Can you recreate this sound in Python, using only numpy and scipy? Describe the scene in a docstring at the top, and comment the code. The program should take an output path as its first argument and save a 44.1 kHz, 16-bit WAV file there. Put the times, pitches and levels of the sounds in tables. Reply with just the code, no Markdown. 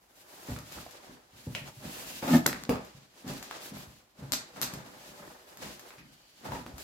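"""A small, bare, derelict room with a littered wooden floor, heard on a stereo pair of microphones.
Someone picks their way across: steps thud on the boards, loose slats clack, grit ticks, and brittle
shards snap underfoot, close by. One board drags, juddering as it sticks and slips. Clothes swish and
soles scuff in between, and the bare walls ring briefly after the knocks and cracks."""
import sys
import numpy as np
from scipy import signal
from scipy.fft import rfft, irfft, next_fast_len
from scipy.io import wavfile
from scipy.ndimage import uniform_filter1d

SR = 44100
rng = np.random.default_rng(int(sys.argv[2]) if len(sys.argv) > 2 else 0)


def wav_record(signal):
    """Record a signal, one row per channel, as 16-bit PCM in the file named by sys.argv[1]."""
    frames = np.transpose(np.atleast_2d(signal))
    bounded = np.clip(frames, -1, 1)
    # unit amplitude maps onto the largest positive 16-bit level
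    quanta = np.round(bounded * 32767).astype(np.int16)
    wavfile.write(sys.argv[1], SR, quanta)


N = 301283
TIME = np.arange(N) / SR
CONTROL_S = np.arange(0, N / SR + .002, .002)   # coarse clock for the rubbing strokes
HIT_SIZE = SR // 2   # samples in a thud or the room's tail
BURST_HZ = np.arange(1025) * SR / 2048   # frequency axis of a crack

# feet and loose boards landing on the floor: t/s, level/dB, f/Hz
THUDS = [(.486, -24.5, 250), (.498, -23.5, 104), (.504, -28.5, 62), (.562, -34, 172), (0.759, -36, 86),
         (1.094, -41, 250), (1.331, -45, 114), (1.467, -27.5, 230), (1.469, -25, 108), (1.549, -36, 183),
         (1.616, -31.5, 175), (1.769, -37.5, 125), (1.85, -27, 200), (2.226, -23, 280), (2.403, -28, 170),
         (2.46, -18, 300), (2.574, -38, 175), (2.691, -13.5, 250), (2.73, -22, 178), (2.945, -40.5, 136),
         (3.245, -31, 242), (3.265, -27.5, 200), (3.292, -25, 209), (3.72, -29.5, 212), (3.762, -34, 154),
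         (3.867, -39, 94), (4.187, -37.5, 208), (4.222, -27, 141), (4.322, -28.5, 254), (4.621, -31, 262),
         (4.734, -30.5, 203), (4.77, -33.5, 168), (5.079, -43, 177), (5.2, -43, 177), (5.98, -42.5, 170.4),
         (6.04, -48.5, 150), (6.489, -26.5, 126), (6.499, -30, 60), (6.523, -33.5, 294), (6.573, -35, 154),
         (6.661, -33, 270), (6.725, -33, 79)]
# resonances of the wooden floor: f/Hz, level/dB, t60/s
FLOOR_MODES = [(51.9, -4, .2), (67.5, -0.5, 0.36), (109.5, -2, 0.34), (137.7, -0.5, 0.22),
               (169.6, -5, 0.17), (183.5, -11, 0.34), (201.8, -3.5, 0.17), (250.8, -5.5, 0.3),
               (275.4, -6, 0.127), (334.2, -12, .25), (411, -3, 0.1), (480, -2.5, 0.17), (505, -17, 0.44),
               (583, 0.5, 0.14), (700, -27.5, 0.14), (737, -4.5, 0.25), (860, -3.5, .2)]


def from_db(db):
    """Decibels to gain."""
    return 10 ** (np.asarray(db) / 20)


def rms_one(x):
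    """Scale to rms 1."""
    return x / np.sqrt(np.mean(x ** 2) + 1e-20)


def at_hz(points, hz):
    """Read a table on a log-frequency axis."""
    f, value = np.transpose(points)
    return np.interp(np.log(np.maximum(hz, 1)), np.log(f), value)


def band(x, low_hz, high_hz, order=2):
    """Causal band-pass."""
    sos = signal.butter(order, [low_hz, min(high_hz, SR / 2 - 500)], "band", fs=SR, output="sos")
    return signal.sosfilt(sos, x + 1e-18)


def add(out, s, sound):
    """Mix a sound in, starting at time s."""
    i = max(round(s * SR), 0)
    out[..., i:i + sound.shape[-1]] += sound[..., :N - i]


def panned(x, pan_db):
    """The nearer microphone hears it louder and a little sooner."""
    lag = int(np.clip(pan_db, -8, 8))   # one sample per dB
    left = np.pad(x, (max(-lag, 0), max(lag, 0)))
    right = np.pad(x, (max(lag, 0), max(-lag, 0)))
    return np.array([left * from_db(pan_db / 2), right * from_db(-pan_db / 2)])


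def ring(clicks, hz, t60):
    """A unit click sets a sine of height 1 ringing."""
    r, w = 1e-3 ** (1 / (t60 * SR)), 2 * np.pi * hz / SR
    return signal.lfilter([0, np.sin(w)], [1, -2 * r * np.cos(w), r * r], clicks + 1e-18)


def resonate(force, modes):
    """A force rings the modes of a piece of wood, alternating in sign."""
    return sum((-1) ** k * from_db(db) * ring(force, hz, t60) for k, (hz, db, t60) in enumerate(modes))


def diffuse(colour, size=N):
    """Stereo noise of a given colour, alike at both microphones in the bass only; rms 1."""
    # likeness across the pair: f/Hz, left-right correlation
    likeness = [(50, 0.96), (200, 0.78), (350, 0.74), (650, 0.33), (1300, -0.15), (3000, -0.04),
                (7000, -0.058), (16000, -0.18)]
    count = next_fast_len(size)
    hz = np.arange(count // 2 + 1) * SR / count
    alike = at_hz(likeness, hz)
    mid, side = rfft(rng.standard_normal((2, count))) * from_db(at_hz(colour, hz))
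    spectrum = np.sqrt(1 + alike) * mid + np.sqrt(1 - alike) * side * [[1], [-1]]
    return rms_one(irfft(spectrum, count)[:, :size])


def room_tone():
    """The faint hiss and rumble of the still room; rms 1."""
    # spectrum of the still air: f/Hz, level/dB
    still_air = [(18, -40), (30, 7.5), (355, -2), (426, -16.5), (740, 0), (3580, -15), (6720, -18),
                 (8080, -21.5), (14000, -13.5), (16000, -27)]
    return diffuse(still_air)


def room(x):
    """Dense reflections off bare walls, dying octave by octave; unit energy per microphone."""
    # reverberation time: f/Hz, t60/s
    room_t60 = [(80, 0.26), (250, 0.28), (700, 0.35), (2000, 0.39), (5000, 0.28), (9000, 0.24),
                (15000, 0.16)]
    t = np.arange(HIT_SIZE) / SR
    noise = diffuse([(20, 0), (20000, 0)], size=HIT_SIZE)
    edges_hz = np.geomspace(40, 20000, 10)
    tail = sum(band(noise, lo, hi, order=3) * 1e-3 ** (t / at_hz(room_t60, np.sqrt(lo * hi)))
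               for lo, hi in zip(edges_hz, edges_hz[1:]))
    tail *= 1 - np.exp(-t / 0.00084)   # the reflections build up
    return signal.oaconvolve(x[None], tail / np.sqrt(np.sum(tail ** 2) / 2), axes=1)[:, :N]


def stroke(s, level_db, rise_s, fall_s):
    """Power of one rub: it gains 10 dB over rise_s, peaks at time s and loses 10 dB over fall_s."""
    before = np.clip((s - CONTROL_S) / rise_s, 0, 8)
    after = np.clip((CONTROL_S - s) / fall_s, 0, 8)
    drop_db = 10 * (before ** 0.98 + after ** 1.28)   # exponent 1 is a straight slope, 2 a bell
    return from_db(level_db - drop_db) ** 2


def envelope(power):
    """The power of strokes as a gain at every sample."""
    return np.interp(TIME, CONTROL_S, np.sqrt(power))


def grain(per_s, depth_db):
    """The uneven gain of a rubbing contact that catches and lets go."""
    steps = rng.standard_normal(N // 20)
    return rms_one(from_db(depth_db * np.interp(TIME * per_s, np.arange(len(steps)), steps)))


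def catching_cloth():
    """The weave catches at a steady rate as it slides, giving a narrow rasp or squeak."""
    # catches of the cloth: t/s, level/dB, rise/s, fall/s, f/Hz, width/Hz
    catches = [(1.9, -56, .06, .25, 2750, 328), (2.14, -55, 0.11, 0.11, 2750, 250),
               (3.78, -54, 0.024, .06, 12600, 302), (5.99, -60, 0.012, 0.034, 2490, 200),
               (6.2, -70, 0.38, 0.29, 3080, 250), (6.28, -68, 0.31, 0.2, 4460, 350)]
    noise = rng.standard_normal((2, N))
    out = np.zeros((2, N))
    for s, db, rise_s, fall_s, hz, width_hz in catches:
        squeak = rms_one(band(noise, hz - width_hz / 2, hz + width_hz / 2, order=1))
        out += envelope(stroke(s, db, rise_s, fall_s)) * squeak
    return out


def movement(scuff_rise_s=0.027, settle_db=-43, settle_follows=0.36):
    """Gains of hiss, its top-end sheen, scuffing and floor rumble over all swings, scuffs and landings."""
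    # swings of an arm or leg: t/s, level/dB, rise/s, fall/s, relative sheen/dB, relative dull flap/dB
    swishes = [(.47, -50.5, 0.22, .12, 6.5, -2), (.75, -47.5, 0.074, 0.12, 2.5, -3),
               (1.08, -54.5, 0.44, 0.14, -0.5, -0.5), (1.35, -57.5, 0.067, 0.21, -1, -4.5),
               (1.52, -53.5, 0.12, 0.18, 6, -4.5), (1.97, -43.5, 0.13, 0.29, 6.5, -5.5),
               (2.19, -49.5, 0.34, 0.75, -3, -20), (3.03, -66, 0.086, 0.05, -8, 1),
               (3.17, -59, 0.038, 0.54, 2, -0.5), (3.55, -47.5, 0.1, 0.23, -7, -3.5),
               (3.66, -48, 0.057, 0.045, 8, -4.5), (3.78, -53, 0.077, 0.17, 2, -3.5),
               (4.52, -59, 0.28, .2, -2, -12), (5.0, -53.5, 0.16, 0.52, 2, -2.5),
               (5.27, -56.5, 0.21, 0.14, 4, 4), (5.49, -58.5, .04, 0.21, 5, 3),
               (5.89, -54.5, 0.093, 0.087, 4, 2), (6.14, -62, 0.32, 0.37, 0.5, -5),
               (6.42, -57.5, 0.13, .1, 0, -25), (6.799, -49, 0.027, 0.088, 5.5, -3)]
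    # soles scuffing the floor: t/s, level/dB, fall/s, relative hiss/dB
    scuffs = [(.5, -48, 0.093, -5.5), (.79, -58, 0.13, -14), (1.679, -48, 0.027, -0.5),
              (1.85, -46.5, 0.066, 0), (2.502, -46.5, 0.16, -7), (2.72, -48.5, 0.18, -21),
              (3.288, -46, 0.13, 2), (3.74, -52, 0.094, -4), (4.2, -54.5, 0.4, -4), (4.57, -50, 0.33, -3.5),
              (4.75, -52, 0.24, -4), (5.628, -47.5, .14, 4.5), (6.462, -44, 0.12, -5.5),
              (6.55, -42.5, 0.064, -4), (6.67, -53.5, .2, -3)]
    hiss, sheen, scuff, rumble = np.zeros((4, len(CONTROL_S)))
    for s, db, rise_s, fall_s, sheen_db, flap_db in swishes:
        power = stroke(s, db, rise_s, fall_s)
        hiss += power
        sheen += power * from_db(sheen_db) ** 2
        scuff += power * from_db(flap_db) ** 2
        rumble += power * from_db(-13) ** 2   # shifting weight stirs the floor
    for s, db, fall_s, hiss_db in scuffs:
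        power = stroke(s, db, scuff_rise_s, fall_s)
        scuff += power
        hiss += power * from_db(hiss_db) ** 2
        sheen += power * from_db(hiss_db) ** 2
        rumble += power * from_db(-2.5) ** 2   # so does a moving foot
    for s, db, _ in THUDS:   # the floor settles after each landing
        rumble += stroke(s + scuff_rise_s, settle_db + settle_follows * db, scuff_rise_s, fall_s=.1)
    return [envelope(power) for power in (hiss, sheen, scuff, rumble)]


def clothes(hiss, sheen, split_hz=8500):
    """Sliding cloth swishes, with a separate gain for the sheen above the split."""
    # spectrum of rubbing cloth: f/Hz, level/dB
    cloth_colour = [(880, -37.5), (1500, -3), (1940, -2.5), (2120, -1.5), (2830, 0), (3380, -0.5),
                    (4730, -0.5), (5710, -3), (6960, -3), (8400, -6), (9190, -2), (9950, -7), (13900, -8.5),
                    (16000, -15.5)]
    fibres = diffuse(cloth_colour)
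    top = signal.sosfiltfilt(signal.butter(2, split_hz, "high", fs=SR, output="sos"), fibres)
    return grain(per_s=37, depth_db=2.42) * (hiss * (fibres - top) + sheen * top)


def soles(scuff, gain_db=1.0, hollow_db=-9.0):
    """Soles scuff unevenly, and the floor's modes make the friction sound hollow."""
    # spectrum of a sole on wood: f/Hz, level/dB
    scuff_colour = [(180, -22), (300, -3), (431, -3), (560, -2), (629, -4.5), (818, -6.5), (863, -5),
                    (1030, -5), (1080, -8), (1170, -6.5), (1450, -8.5), (1570, -9), (1840, -10.5),
                    (2600, -20.5), (3380, -51.5), (5720, -120)]
    friction = diffuse(scuff_colour)
    hollow = from_db(hollow_db) * rms_one(resonate(friction, FLOOR_MODES))
    return from_db(gain_db) * scuff * grain(per_s=100, depth_db=2.2) * (friction + hollow)


def floor_rumble(rumble, gain_db=-0.5):
    """The boards rumble under moving weight."""
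    # spectrum of the rumble: f/Hz, level/dB
    rumble_colour = [(18, -34), (30, -14), (59, -5.5), (92, -16), (128, -2), (151, -3), (211, -0.5),
                     (295, -3), (400, -18), (520, -31.5), (880, -120)]
    return from_db(gain_db) * rumble * grain(per_s=8.3, depth_db=3.5) * diffuse(rumble_colour)


def crumbs(scuff, gain_db=-8.0, per_s=170):
    """Crumbs roll under a scuffing sole: random tiny clicks, half direct and half room."""
    hits = rng.random(N) < per_s / SR
    sizes = from_db(0.96 * np.minimum(rng.exponential(1, N), 4))
    clicks = hits * sizes * rng.choice([-1, 1], N)
    direct = from_db(gain_db) * scuff * rms_one(band(clicks, 700, 6000, order=1))
    return (direct + room(direct)) / 2


def fracture(colour_db, decay_s):
    """One sharp click and a quickly dying crumble, in a given colour; peak 1."""
    t = np.arange(2 * len(BURST_HZ) - 2) / SR
    burst = 1.02 * rng.standard_normal(len(t)) * np.exp(-t / decay_s)
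    burst[0] = 1
    phase = np.angle(rfft(burst))
    shaped = irfft(from_db(colour_db) * np.exp(1j * phase))
    crack = np.roll(shaped, 12)[:len(t) // 2]   # the shift keeps the click's leading edge
    return crack / np.abs(crack).max()


def shard(body_db, top_db, decay_s):
    """A brittle break: thick pieces have more body, thin ones a glassier top."""
    # spectrum of a shard's crack: f/Hz, level/dB
    shard_colour = [(200, -13.5), (600, -2.5), (1700, -1), (2900, -3), (3900, 6.5), (5300, 3), (7000, 7.5),
                    (9000, 0.5), (11000, -6), (13500, 1.5), (16000, -22.5)]
    thickness_db = at_hz([(1900, body_db), (3600, 0), (7500, 0), (11500, top_db)], BURST_HZ)
    return fracture(at_hz(shard_colour, BURST_HZ) + thickness_db, decay_s)


def grit():
    """Crumbs of plaster tick as the soles crush them."""
    # ticks of grit: t/s, level/dB, left-right/dB
    ticks = [(0.4695, -39, 8), (0.588, -32, -1), (.722, -34.5, 7), (0.9097, -40, 11), (2.848, -43, 11),
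             (3.2775, -33, 5), (3.337, -33, -8.5), (3.397, -39, 5), (3.427, -31, 5), (4.737, -29.5, 4.5),
             (5.5724, -32, -3), (5.794, -34.5, 3.5), (6.781, -33, 3.5)]
    out = np.zeros((2, N))
    for s, db, pan_db in ticks:
        add(out, s, from_db(db) * panned(shard(body_db=8.0, top_db=5.0, decay_s=0.0015), pan_db))
    return out + room(out[0])


def dragged_board(slip_hz=80.17, slip_count=24, body_db=-16, rasp_db=-28.5, room_db=-7.0):
    """The board sticks and slips many times a second, ringing its modes and rasping at each slip."""
    # resonances of the board: f/Hz, level/dB, t60/s
    board_modes = [(107, -16, 0.089), (177.3, -3, 0.42), (259.4, 2.5, 0.26), (305.5, -7, 0.14),
                   (539, -24.5, .08), (631, -19.5, .1), (723, -21, .12), (843, -18.5, 0.11),
                   (886, -17, 0.055), (1260, -19, 0.055), (1718, -19, 0.045), (1810, -26.5, 0.15),
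                   (2160, -23.5, 0.032)]
    # spectrum of its rasp: f/Hz, level/dB
    rasp_colour = [(210, -41), (350, -2), (385, -14), (844, -16.5), (1630, -22.5), (1730, -28), (1880, -23),
                   (8440, -27.5), (9290, -32.5), (14300, -26.5), (16000, -41)]
    # it swells as weight comes onto it, slides at full force and is let go
    start_s, full_s, release_s, end_s = 2.22, 2.3425, 2.364, 2.42
    swell_db_per_s, fade_db_per_s = 299.5, 748.5
    force_db = -swell_db_per_s * np.maximum(full_s - TIME, 0)
    force_db -= fade_db_per_s * np.maximum(TIME - release_s, 0)
    sliding = (TIME > start_s) & (TIME < end_s)
    jitter, strength = rng.standard_normal((slip_count, 2)).T
    slip_s = start_s + (np.arange(slip_count) + .025 * jitter) / slip_hz
    slips = np.zeros(N)
    slips[(slip_s * SR).astype(int)] = from_db(2 * strength)
    ringing = resonate(slips, board_modes)
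    running_rms = np.sqrt(np.abs(uniform_filter1d(ringing ** 2, size=500)) + 1e-6)
    body = ringing / running_rms * from_db(body_db + force_db) * sliding   # the weight sets its swing
    judder = 1 + 0.13 * np.cos(2 * np.pi * slip_hz * (TIME - start_s))
    rasp = from_db(rasp_db + 0.47 * force_db) * sliding * judder * diffuse(rasp_colour)
    return body + from_db(room_db) * room(body) + rasp


def slats(ring_cycles=33.0, bounce_db=-11.0, bounce_s=.0165):
    """A light slat gives a broad woody crack and one short ring, thrown back once by the floor."""
    # loose slats knocking together: t/s, level/dB, f/Hz, relative ring/dB, room send/dB
    clacks = [(.563, -31.5, 1460, -29, 0.5), (.786, -39, 1320, -2, -18), (.864, -35, 680, -6.5, -15),
              (1.5497, -19, 2970, -16, 0.5), (1.552, -31.5, 715, -18, 3), (1.677, -33, 830, -11, -4),
              (2.226, -27, 900, -23, 9), (2.278, -28, 1160, -12, 13.5), (2.4615, -13, 1780, -16, -7.5),
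              (2.529, -21, 2005, -34, -5), (2.6928, -20, 490, -15, 10), (2.694, -20, 2240, -16, -1),
              (2.737, -26, 660, -16, -3), (2.757, -26.5, 1310, -22, 0), (3.426, -35, 2390, -5, -20),
              (3.511, -20.5, 1430, -16, -2.5), (4.562, -34.5, 1190, -26, 4), (5.62, -34.5, 1000, -22, 11),
              (5.906, -36, 2020, -24, .5), (5.983, -40.5, 2370, -15, 6.5), (6.447, -38, 870, -15, 13),
              (6.52, -26, 983, -4.5, 5.5), (6.664, -32, 1230, -24, -15)]
    # a slat's broad resonance: multiple of its pitch, level/dB
    slat_colour = [(.15, -18.5), (.45, -8.5), (.75, -2.5), (1, 0), (1.4, -11.5), (2, -12), (3.2, -19.5),
                   (8, -28.5)]
    out, to_room = np.zeros((2, N)), np.zeros(N)
    for s, db, pitch, ring_db, room_db in clacks:
        colour_db = at_hz(np.array(slat_colour) * [pitch, 1], BURST_HZ)
        crack = np.pad(fracture(colour_db, decay_s=.0006), (0, HIT_SIZE // 8))
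        tone = ring(signal.unit_impulse(len(crack)), pitch, t60=ring_cycles / pitch)
        clack = from_db(db) * (crack + from_db(ring_db) * tone)
        add(out, s, panned(clack, pan_db=rng.normal(0, 2.5)))
        add(out, s + bounce_s, from_db(bounce_db) * panned(clack, pan_db=rng.normal(0, 4.0)))
        add(to_room, s, from_db(room_db) * clack)
    return out + room(to_room)


def snaps(floor_s=.0138, wall_s=.021, wall_db=-29.0, room_s=.005):
    """Shards break close to the microphones; floor and wall each throw back a smeared slap."""
    # shards breaking: t/s, level/dB, left-right/dB, body/dB, glassy top/dB, slap/dB, room send/dB
    breaks = [(2.4634, -2, 5.5, 14, 12.5, -28, -7.5), (2.465, -4, -8, -16, 7, -28, -8.5),
              (2.4668, -14, 13, -10, 8.5, -25, -10), (2.6367, -22, 4.5, 7, -1, -7, -15),
              (4.321, -9.5, 6.5, 1.5, 3.5, -3, 4.5), (4.6156, -11, 7.5, 6, 8, -4, 5.5)]
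    slap_colour_db = at_hz([(5000, 10), (15000, -14)], BURST_HZ)
    out, to_room = np.zeros((2, N)), np.zeros(N)
    for s, db, pan_db, body_db, top_db, slap_db, room_db in breaks:
        crack = from_db(db) * shard(body_db, top_db, decay_s=0.00019)
        add(out, s, panned(crack, pan_db))
        add(to_room, s, from_db(room_db - 7) * crack)   # early scatter off nearby debris
        add(to_room, s + room_s, from_db(db + room_db) * shard(body_db, top_db, decay_s=0.00051))
        for delay_s, surface_db in ((floor_s, 0), (wall_s, wall_db)):
            smear = np.array([fracture(slap_colour_db, decay_s=0.0015) for side in "LR"])
            smear /= np.linalg.norm(smear, axis=1, keepdims=True)
            slap = signal.fftconvolve(crack[None], smear, axes=1)
            add(out, s + delay_s, from_db(slap_db + surface_db) * slap)
    return out + room(to_room)


def footfalls(sharpness=3.86, room_db=-7.0):
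    """Each landing rings the floor modes near its pitch; a softer contact favours the lower ones."""
    out, t = np.zeros(N), np.arange(HIT_SIZE) / SR
    hz, mode_db, t60 = np.transpose(FLOOR_MODES)
    rings = np.exp((2j * np.pi * hz - np.log(1000) / t60)[:, None] * t)
    for s, db, pitch in THUDS:
        scatter_db, phase_scatter = rng.standard_normal((2, len(hz)))
        contact = 1 / np.sqrt(1 + (sharpness * (hz / pitch - pitch / hz)) ** 2)
        strength = contact * from_db(mode_db + scatter_db) * np.exp(1.1j * phase_scatter)
        thud = (strength @ rings).imag / np.linalg.norm(strength) / 2
        press = 1 - np.exp(-t * pitch * 2.5)   # the sole takes part of a cycle to press down
        add(out, s, from_db(db) * press * thud)
    return out + from_db(room_db) * room(out)


def scene(air_db=-71.0):
    """Everything underfoot and the walker's clothes, over the room tone."""
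    air = from_db(air_db) * room_tone()
    underfoot = footfalls() + slats() + snaps() + grit() + dragged_board()
    hiss, sheen, scuff, rumble = movement()
    rubbing = clothes(hiss, sheen) + soles(scuff) + floor_rumble(rumble) + crumbs(scuff)
    return air + catching_cloth() + rubbing + underfoot


def record(dry, notch_hz=9500, low_cut_hz=40, high_cut_hz=15900):
    """The microphone ports hollow out a treble band; peaks are rounded, deep bass and the top are cut."""
    hollow = dry - 0.62 * band(dry, notch_hz / 1.1, notch_hz * 1.02, order=1)
    lean = signal.sosfilt(signal.butter(4, low_cut_hz, "high", fs=SR, output="sos"), hollow)
    rounded = .8 * np.tanh(lean / .8)
    return signal.sosfilt(signal.ellip(10, .1, 80, high_cut_hz, fs=SR, output="sos"), rounded)


dry = scene()
out = record(dry)
wav_record(out)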